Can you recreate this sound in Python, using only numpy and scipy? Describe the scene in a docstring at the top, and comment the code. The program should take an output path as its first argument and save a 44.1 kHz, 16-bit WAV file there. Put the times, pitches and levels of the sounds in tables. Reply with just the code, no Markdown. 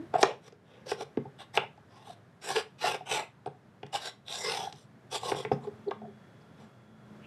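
"""Wooden puzzle piece on a plywood board

A flat piece is pushed, turned and pressed into its recess; the board lies on a plastic table.
Sliding grain and small knocks ring the same short wood modes; at times the wood sticks and groans.
Downward blows also thump the table. A hand brushes past at the end. A phone listens from close by
in a small room with soft air noise, a low hum and, late on, a faint whine."""
import sys
import numpy as np
from scipy import signal
from scipy.fft import rfft, irfft
from scipy.io import wavfile
from scipy.ndimage import uniform_filter1d, map_coordinates

SR = 44100
rng = np.random.default_rng(int(sys.argv[2]) if len(sys.argv) > 2 else 0)


def bounce(signal):
    """Save signal as a 16-bit WAV file at the path given by the first command-line argument."""
    frames = np.transpose(np.atleast_2d(signal))
    limited = np.clip(frames, -1, 1)
    pcm = np.round(limited * 32767).astype(np.int16)
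    wavfile.write(sys.argv[1], SR, pcm)


N = 320166
TIME_S = np.arange(N) / SR
RING_S = TIME_S[:SR // 3]

# modes of board and piece: f/Hz, peak/dB, t60/s
WOOD_MODES = [(429.8, 8.5, 0.16), (495, 5.5, 0.028), (710, -10.5, 0.063), (775.4, 6.5, 0.066),
              (865, 6.5, 0.031), (1085, 0.5, 0.032), (1162, -4, 0.053), (1286, -9.5, .022),
              (1426, -3, 0.036), (1603, -6.5, 0.06), (1656, -3.5, 0.034), (1835, -11.5, .02),
              (2052, -5, 0.021), (2310, -9, .014), (2560, -6.5, 0.035), (2755, -11, 0.013),
              (2990, -6.5, .015), (3410, -7, 0.0071), (3675, -7.5, 0.0076), (4036, -8, .008),
              (4670, -10, .005), (5105, -5, 0.0075), (5630, -7, 0.012), (5843, -12.5, .011),
              (7250, -11, 0.0039), (7830, -12, 0.0081), (8420, -16, 0.0054), (9400, -24, .005),
              (10600, -24.5, .005), (11230, -23, 0.0045)]
# modes of the hollow table: f/Hz, peak/dB, t60/s
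TABLE_MODES = [(108.1, -13, 0.2), (137.4, 7.5, 0.13), (163, -4, 0.2), (182, 0.5, 0.1), (222.5, -2.5, 0.046),
               (247, -6.5, 0.38), (293, -9, 0.3), (407, 2, 0.11), (493, -9.5, 0.083), (542, -17.5, 0.12)]


def undb(db):
    """Decibels to gain."""
    return 10 ** (np.asarray(db) / 20)


def unit(x):
    """Scale to rms 1."""
    return x / np.sqrt(np.mean(x ** 2))


def steady(x):
    """Hold the running rms at 1; colour and quick grain stay free."""
    return x / np.sqrt(np.maximum(uniform_filter1d(x ** 2, 2000), 1e-18))


def curves(rows):
    """Columns of a timed table, interpolated per sample."""
    times_s, *columns = np.transpose(rows)
    return [np.interp(TIME_S, times_s, column) for column in columns]


def cut(x, hz, kind, order=2):
    """Butterworth filter."""
    sos = signal.butter(order, np.minimum(hz, SR / 2 - 1), kind, fs=SR, output="sos")
    return signal.sosfilt(sos, x)


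def band(x, low_hz, high_hz):
    """Zero-phase band at steady level; neighbours join without a gap."""
    hz = np.arange(N // 2 + 1) * SR / N
    below_low, below_high = [1 / (1 + (hz / edge_hz) ** 10) for edge_hz in (low_hz, high_hz)]
    return steady(irfft(rfft(x) * (below_high - below_low), N))


def walk(rate_hz):
    """Smooth random curve, rms 1."""
    step = max(int(SR / rate_hz), 1)
    stairs = np.repeat(rng.standard_normal(N // step + 1), step)
    return unit(uniform_filter1d(stairs, step)[:N])


def tone(hz, waver_hz, rate_hz):
    """Sine of wavering pitch, rms 1."""
    return np.sqrt(2) * np.sin(2 * np.pi * np.cumsum(hz + waver_hz * walk(rate_hz)) / SR)


def add(out, start_s, sound):
    """Mix a sound in at start_s."""
    i = max(int(start_s * SR), 0)
    out[i:i + len(sound)] += sound[:max(N - i, 0)]


def resonate(x, hz, t60_s):
    """One mode, gain 1 at its centre."""
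    radius = np.exp(-np.log(1000) / (t60_s * SR))
    angle = 2 * np.pi * hz / SR
    poles = [1, -2 * radius * np.cos(angle), radius ** 2]
    return signal.lfilter([2 * (1 - radius) * np.sin(angle)], poles, x)


def plate_response(modes, lowest_lag_s):
    """Impulse response of a plate; bending waves are slower at low pitch."""
    out = 0
    for hz, db, t60_s in modes:
        age_s = np.maximum(RING_S - lowest_lag_s * np.sqrt(modes[0][0] / hz), 0)
        decay = np.log(1000) / t60_s
        out += undb(db) * decay * np.exp(-decay * age_s) * np.sin(2 * np.pi * hz * age_s)
    return out


def air():
    """Soft indoor air noise, drifting in level."""
    spectrum = [(18, -61), (30, -47.5), (80, -7.5), (120, 0), (211, -7), (304, -14), (415, -13), (472, -16),
                (645, -16), (815, -19.5), (1690, -23), (2700, -33.5), (3410, -34), (4090, -37.5),
                (12200, -50), (15000, -63.5)]  # f/Hz, relative density/dB
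    levels = [(0, -51.5), (.6, -58.5), (1.8, -55.5), (2.7, -58), (3.7, -58.5), (5.0, -56), (5.65, -51),
              (6.3, -55.5), (7.2, -54)]  # t/s, level/dB
    hz, db = np.transpose(spectrum)
    bins_hz = np.maximum(np.arange(N // 2 + 1) * SR / N, 1)
    colour = undb(np.interp(np.log(bins_hz), np.log(hz), db))
    noise = unit(irfft(rfft(rng.standard_normal(N)) * colour, N))
    return noise * undb(curves(levels)[0] + walk(4.4))


def hum():
    """Low hum, wavering in pitch and level."""
    levels = [(0, -89), (5.4, -69), (5.6, -52), (6.05, -54), (6.4, -68.5), (7.2, -60)]  # t/s, level/dB
    return tone(hz=214, waver_hz=4.5, rate_hz=16) * undb(curves(levels)[0] + 3.9 * walk(19))


def whine(start_s=5.56, rise_s=0.3):
    """Faint thin tones that fade in late."""
    partials = [(1373, -75), (3338, -81.5), (3424, -85)]  # f/Hz, level/dB
    tones = sum(undb(db) * tone(hz, waver_hz=4.26, rate_hz=30) for hz, db in partials)
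    return tones * np.clip((TIME_S - start_s) / rise_s, 0, 1)


def room(x, gap_s=0.0079, rise_s=0.0032, split_hz=3300, linger_hz=2750):
    """Near walls return a short diffuse tail; one band lingers."""
    age_s = np.maximum(RING_S - gap_s, 0)
    onset = 1 - np.exp(-age_s / rise_s)
    tail = 0
    for kind, hz, db, t60_s in (("low", split_hz, -9.5, 0.21), ("high", split_hz, -15, 0.23),
                                ("bandpass", [linger_hz / 1.6, linger_hz * 1.5], -17, 0.29)):
        noise = rng.standard_normal(len(RING_S)) * onset * np.exp(-np.log(1000) * age_s / t60_s)
        tail += undb(db) * cut(noise / np.linalg.norm(noise), hz, kind, order=3)
    return x + signal.fftconvolve(x, tail)[:N]


def rustle(peak_s=7.26, half_s=0.036, hz=2730, db=-57.5):
    """Brief soft swish of the moving hand."""
    swish = unit(cut(rng.standard_normal(N), [hz / 1.16, hz * 1.07], "bandpass"))
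    return undb(db) * swish * np.exp(-((TIME_S - peak_s) / half_s) ** 2)


def groans(waver=0.015, jitter=0.077, overtone_db=-23):
    """Wood sticks and slips at a nearly steady rate; fast squeaks come out rougher. A fingernail also gives one
    faint high tick."""
    # stick-slip bursts, plus one faint fingernail tick at 9.2 kHz near 3.47 s: peak t/s, half length/s,
    # pitch/Hz, level/dB
    bursts = [(.004, 0.011, 312, -36.5), (0.034, 0.016, 325, -46.5), (0.159, 0.0055, 763, -20.5),
              (2.078, 0.008, 807, -48.5), (2.105, 0.0068, 685, -41.5), (3.467, 0.0046, 9200, -61),
              (3.95, 0.012, 811, -29.5), (4.575, 0.0045, 813, -37), (4.677, 0.0037, 789, -31),
              (5.235, 0.0031, 840, -34), (5.464, 0.015, 422, -35.5), (5.641, 0.0039, 3930, -61),
              (5.683, 0.012, 408.6, -33), (5.885, 0.013, 413.6, -27.5), (5.886, 0.0043, 4230, -55.5),
              (6.052, 0.016, 691, -45.5), (6.087, 0.016, 420, -46)]
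    out = np.zeros(N)
    warped_s = np.cumsum(1 + waver * walk(150) + jitter * walk(900)) / SR
    for peak_s, half_s, hz, db in bursts:
        near = np.abs(TIME_S - peak_s) < 4 * half_s
        phase = 2 * np.pi * hz * warped_s[near]
        wave = np.sin(phase) + undb(overtone_db) * np.sin(2 * phase)
        swell = np.exp(-((TIME_S[near] - peak_s) / half_s) ** 2)
        out[near] += np.sqrt(2) * undb(db) * swell * wave
    return out


def pushes(rumble_lag_s=0.00077):
    """Rumble, rasp and hiss gains: each push speeds up and comes to rest; the board rings up late."""
    # pushes: top-speed t/s, rise/s, fall/s, rumble/dB, rasp/dB re rumble, hiss/dB re rumble
    strokes = [(0.158, 0.038, 0.035, -29.5, -17.5, -31), (0.19, 0.022, 0.025, -30, -20, -22),
               (0.213, 0.019, 0.038, -32.5, -16, -8.5), (0.268, 0.032, 0.11, -33, -13, -34),
               (0.482, 0.082, 0.018, -56.5, -5.5, -5.5), (0.747, 0.15, 0.17, -60.5, -6, -16.5),
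               (0.87, 0.018, 0.035, -43, -15.5, -13.5), (0.903, 0.039, 0.058, -45, -1.5, 2.5),
               (1.023, 0.068, 0.021, -37.5, -15.5, -12), (1.408, 0.034, 0.055, -48.5, -3, -7),
               (1.571, 0.045, 0.011, -36.5, -4.5, -4), (1.622, 0.018, 0.055, -40.5, -10.5, -32.5),
               (1.964, 0.11, 0.28, -58.5, -8.5, -10), (2.102, 0.083, 0.064, -55, -9, -3.5),
               (2.451, 0.048, 0.11, -47, -1, 0), (2.513, 0.083, 0.08, -36.5, -4.5, -4.5),
               (2.561, 0.0094, 0.083, -30, -5, -8.5), (2.826, 0.055, 0.061, -52, 6.5, 5),
               (2.866, 0.072, 0.11, -30.5, -4, -7.5), (2.943, 0.016, 0.041, -34.5, -7, -12.5),
               (3.079, 0.032, 0.062, -46, 0, -7.5), (3.128, 0.052, 0.12, -32, -2.5, -5),
               (3.178, 0.014, 0.11, -36, -7.5, -17), (3.95, 0.034, 0.059, -37.5, -2.5, -2.5),
               (4.077, 0.12, 0.04, -45.0, -0.5, 2), (4.336, 0.095, 0.24, -46, -3, 5.5),
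               (4.475, 0.1, 0.19, -36.5, -2.5, -1.5), (4.597, 0.15, 0.15, -38.5, -11.5, -8),
               (4.787, 0.12, 0.1, -70.5, -14.5, 7.5), (5.15, 0.055, 0.06, -36, -6, -2),
               (5.283, 0.099, 0.083, -35, -12.5, -7), (5.368, 0.026, 0.12, -38.5, -12, -9),
               (5.519, 0.0093, 0.068, -44, -28, -13), (5.647, 0.054, 0.077, -47, -29.5, -21.5),
               (6.417, 0.015, 0.02, -58, -18.5, -15.5), (6.612, 0.067, 0.1, -58, -9.5, -12.5)]
    # gain ~ speed ** exponent: rumble, rasp, hiss
    exponents = (2.95, 2.54, 2.47)
    lags_s = (rumble_lag_s, 0, 0)
    power = np.zeros((3, N))
    for peak_s, rise_s, fall_s, db, rasp_db, hiss_db in strokes:
        age_s = TIME_S[:int((rise_s + fall_s) * SR)]
        speed = np.sin(np.pi * np.interp(age_s, [0, rise_s, rise_s + fall_s], [0, 0.5, 1]))
        for layer, over_db, lag_s, exponent in zip(power, (0, rasp_db, hiss_db), lags_s, exponents):
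            add(layer, peak_s - rise_s + lag_s, (undb(db + over_db) * speed ** exponent) ** 2)
    return np.sqrt(power)


def sliding(catches_per_s=7000, grain_db=2, flutter_db=2, travel_db=5, detune=0.017,
            bending_below_hz=600, rasp_hz=1220, hiss_hz=3290):
    """Tiny catches in the grain shake the wood: the board rumbles, the edge rasps, the grain hisses."""
    # rubbing edge, two favoured bands: t/s, f1/Hz, gain1/dB, f2/Hz, gain2/dB, board bending/dB
    edges = [(.2, 3800, -4.5, 675, 11.5, 5), (.9, 5520, -0.5, 3200, -1, 8), (1.41, 3520, 9, 8600, -1, -13),
             (1.56, 3450, -2, 1875, 1, -4), (2.5, 5500, -0.5, 8850, -7.5, -6.5),
             (2.58, 4700, 2.5, 7700, -15, -0.5), (2.87, 2800, 3, 1350, -21, -1),
             (3.14, 2520, 3, 7790, 3, -0.5), (3.95, 3840, 1, 5300, 6, -22.5),
             (4.07, 3820, 4.5, 5240, -8, -13), (4.33, 3750, 12, 5650, 0, -14.5),
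             (4.5, 5070, 4, 1970, -4, 5.5), (4.65, 3350, 5, 5900, -7, 1.5), (5.14, 3320, 6, 1150, -2, -6),
             (5.28, 3550, -1, 1130, -4, 0.5), (5.4, 5170, -7, 3430, 4, 3.5)]
    catches = (rng.random(N) < catches_per_s / SR) * rng.standard_normal(N)
    catches *= undb(grain_db * np.minimum(rng.exponential(size=N), 4))
    force = (unit(catches) + 0.86 * rng.standard_normal(N)) * undb(flutter_db * walk(220))
    bending_db = curves(edges)[-1]
    ringing = 0
    for hz, db, t60_s in WOOD_MODES:
        # the travelling contact drives each mode now more, now less
        drive_db = travel_db * walk(18) + bending_db * (hz < bending_below_hz)
        ringing += undb(db + drive_db) * resonate(force, hz, t60_s)
    # the shifting grip detunes the modes
    ringing = unit(map_coordinates(ringing, [np.cumsum(1 + detune * walk(8))], mode="mirror"))
    rubbed = ringing + undb(-20) * unit(cut(force, [500, 11000], "bandpass", order=4))
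    # turning the piece fades from edge to edge
    wood = rubbed.copy()
    for (_, hz1, db1, hz2, db2, _), selector in zip(edges, np.eye(len(edges))):
        share = np.interp(TIME_S, np.array(edges)[:, 0], selector)
        for hz, db in ((hz1, db1), (hz2, db2)):
            wood += share * undb(db) * cut(rubbed, [hz / 1.06, hz * 1.06], "bandpass", order=1)
    table = steady(sum(undb(db) * resonate(force, hz, t60_s) for hz, db, t60_s in TABLE_MODES))
    rumble = band(wood, 362, rasp_hz) + undb(-16.5) * cut(table, 64, "high")
    rasp = band(wood, rasp_hz, hiss_hz)
    hiss = band(wood, hiss_hz, 12400)
    rumble_gain, rasp_gain, hiss_gain = pushes()
    return rumble_gain * rumble + rasp_gain * rasp + hiss_gain * hiss


def struck_spot(x, hz, gain_db):
    """Add the band that the struck spot drives best."""
    return x + undb(gain_db) * cut(x, [hz / 1.046, hz * 1.11], "bandpass", order=1)


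def contact(blow, top_hz, low_hz, spot_hz, spot_db):
    """Colour a blow at constant energy: harder contact reaches higher, a flatter landing deeper."""
    blow = cut(struck_spot(blow, spot_hz, spot_db), top_hz, "low", order=3)
    blow = cut(blow, low_hz, "high", order=4)
    return blow / np.sqrt(np.sum(blow ** 2) / (0.0019 * SR))


def knocks(crack_db=-15, crack_s=0.0046, chatter_db=-13, chatter_s=0.0023, detune=0.045,
           tick_lead_s=0.00098, tick_hardness=4.5, table_rise_s=0.012):
    """The edge ticks, the face lands and rings the wood, then the table thumps."""
    # blows: t/s, level/dB, contact corner/Hz, low cut/Hz, spot f/Hz, spot gain/dB,
    # relative thump/dB, relative tick/dB, finger damping/(1/s)
    blows = [(0.1403, -11.5, 1200, 405, 1250, -1, -38, -26.5, 30),
             (0.2293, -11, 7500, 1100, 5500, 4, -45, -35, 470),
             (0.2312, -0.5, 1900, 370, 1160, 9, -38, -16, 35),
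             (0.525, -37.5, 1530, 388, 417, 21.5, -27, -11.5, 10),
             (0.9173, -12, 2010, 406, 420, 3, -28, -24, 12),
             (1.0095, -20.5, 1470, 390, 802, -14, -22, -16, 15),
             (1.1735, -10.5, 470, 210, 225, 0.5, -19.5, -20, 40),
             (1.254, -30, 850, 385, 790, 13.5, -8, -26, 10),
             (1.5746, -6, 3100, 520, 2740, 2.5, -31, -31, 83),
             (1.579, -13, 1600, 460, 1400, 6, -42, -37, 25),
             (1.777, -39.5, 1294, 383, 830, 13.5, -18, -15, 10),
             (2.502, -20, 1500, 400, 825, 17, -18, -31, 20),
             (2.563, -16.5, 3830, 400, 2680, 19, -41, -25, 20),
             (2.566, -14, 750, 386, 413, 31, -41, -30, 10), (2.842, -13, 1210, 390, 713, 18, -31, -28, 28),
             (3.008, -26.5, 1100, 385, 710, 12, -21, -32, 20),
             (3.4615, -20, 874, 385, 747, 0, -16.5, -18, 11.4),
             (3.474, -23, 898, 385, 706, -14, -39.5, -21, 19),
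             (3.831, -26.5, 700, 349, 770, 0.5, -11.5, -16, 15),
             (3.832, -35, 3030, 1190, 2900, 5, -45, -22, 40),
             (3.866, -40, 3300, 385, 2860, -7, -18, -7, 18),
             (4.2822, -29.5, 5040, 600, 3770, 21, -26, -24, 30),
             (4.634, -24, 1100, 385, 825, 28, -31, -24, 20),
             (4.726, -34, 9000, 700, 3900, 8, -11.5, -20, 30),
             (5.318, -20, 2890, 395, 2250, 3, -27, -27, 80),
             (5.3205, -12.5, 1260, 350, 1040, -7, -21, -24, 50),
             (5.348, -21, 1120, 385, 460, -14, -18, -16, 30),
             (5.4499, -21, 2400, 430, 2130, 7, -16, -25, 14),
             (5.5153, -7.5, 750, 348, 710, -13, -12.5, -41, 60),
             (5.5194, -17, 1390, 366, 2560, 6, -13.5, -21.5, 60),
             (5.673, -29.5, 1027, 385, 430, 1, -20, -18.5, 20),
             (5.9102, -30, 3230, 600, 3600, -4, -32, -40, 120),
             (5.913, -18.5, 1390, 495, 1140, 6, -26.5, -39, 35),
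             (6.017, -31.5, 1006, 385, 680, 12, -8.5, -33, 10)]
    out = np.zeros(N)
    free_wood = plate_response(WOOD_MODES, lowest_lag_s=0.00047)
    free_wood /= np.abs(free_wood).max()
    table_onset = 1 - np.exp(-(RING_S / table_rise_s) ** 2)
    table = cut(plate_response(TABLE_MODES, lowest_lag_s=0.008) * table_onset, 61, "high")
    for start_s, db, top_hz, low_hz, spot_hz, spot_db, thump_db, tick_db, damping_per_s in blows:
        # each grip detunes the wood and shortens its ring
        warped_s = RING_S * (1 + detune * rng.standard_normal())
        wood = np.interp(warped_s, RING_S, free_wood) * np.exp(-damping_per_s * RING_S)
        # countless weak modes blur into a crack
        crack = cut(rng.standard_normal(len(RING_S)), [900, 8000], "bandpass")
        crack *= np.exp(-RING_S / crack_s)
        # the flat piece never lands all at once
        chatter = rng.standard_normal(len(RING_S)) * RING_S * np.exp(-RING_S / chatter_s)
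        settle = signal.fftconvolve(wood, chatter / np.linalg.norm(chatter))[:len(RING_S)]
        blow = wood + undb(crack_db) * crack + undb(chatter_db) * settle
        tick = 0.41 * contact(blow, tick_hardness * top_hz, low_hz=990, spot_hz=4420, spot_db=-2)
        face = 0.5 * contact(blow, top_hz, low_hz, spot_hz, spot_db)
        thump = struck_spot(table, spot_hz, spot_db)
        thump /= np.abs(thump).max()
        add(out, start_s - tick_lead_s, undb(db + tick_db) * tick)
        add(out, start_s, undb(db) * (face + undb(thump_db) * thump))
    return out


def scene():
    """Wood and hand sounds in the room, over the background; mono."""
    handling = knocks() + sliding() + groans() + rustle()
    return (room(handling) + air() + hum() + whine())[None]


def record(dry, low_hz=100, top_hz=15650):
    """The phone thins the deep bass and cuts the top."""
    lowpass = signal.ellip(10, 0.2, 80, top_hz, fs=SR, output="sos")
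    return signal.sosfilt(lowpass, cut(dry, low_hz, "high"))


dry = scene()
out = record(dry)
bounce(out)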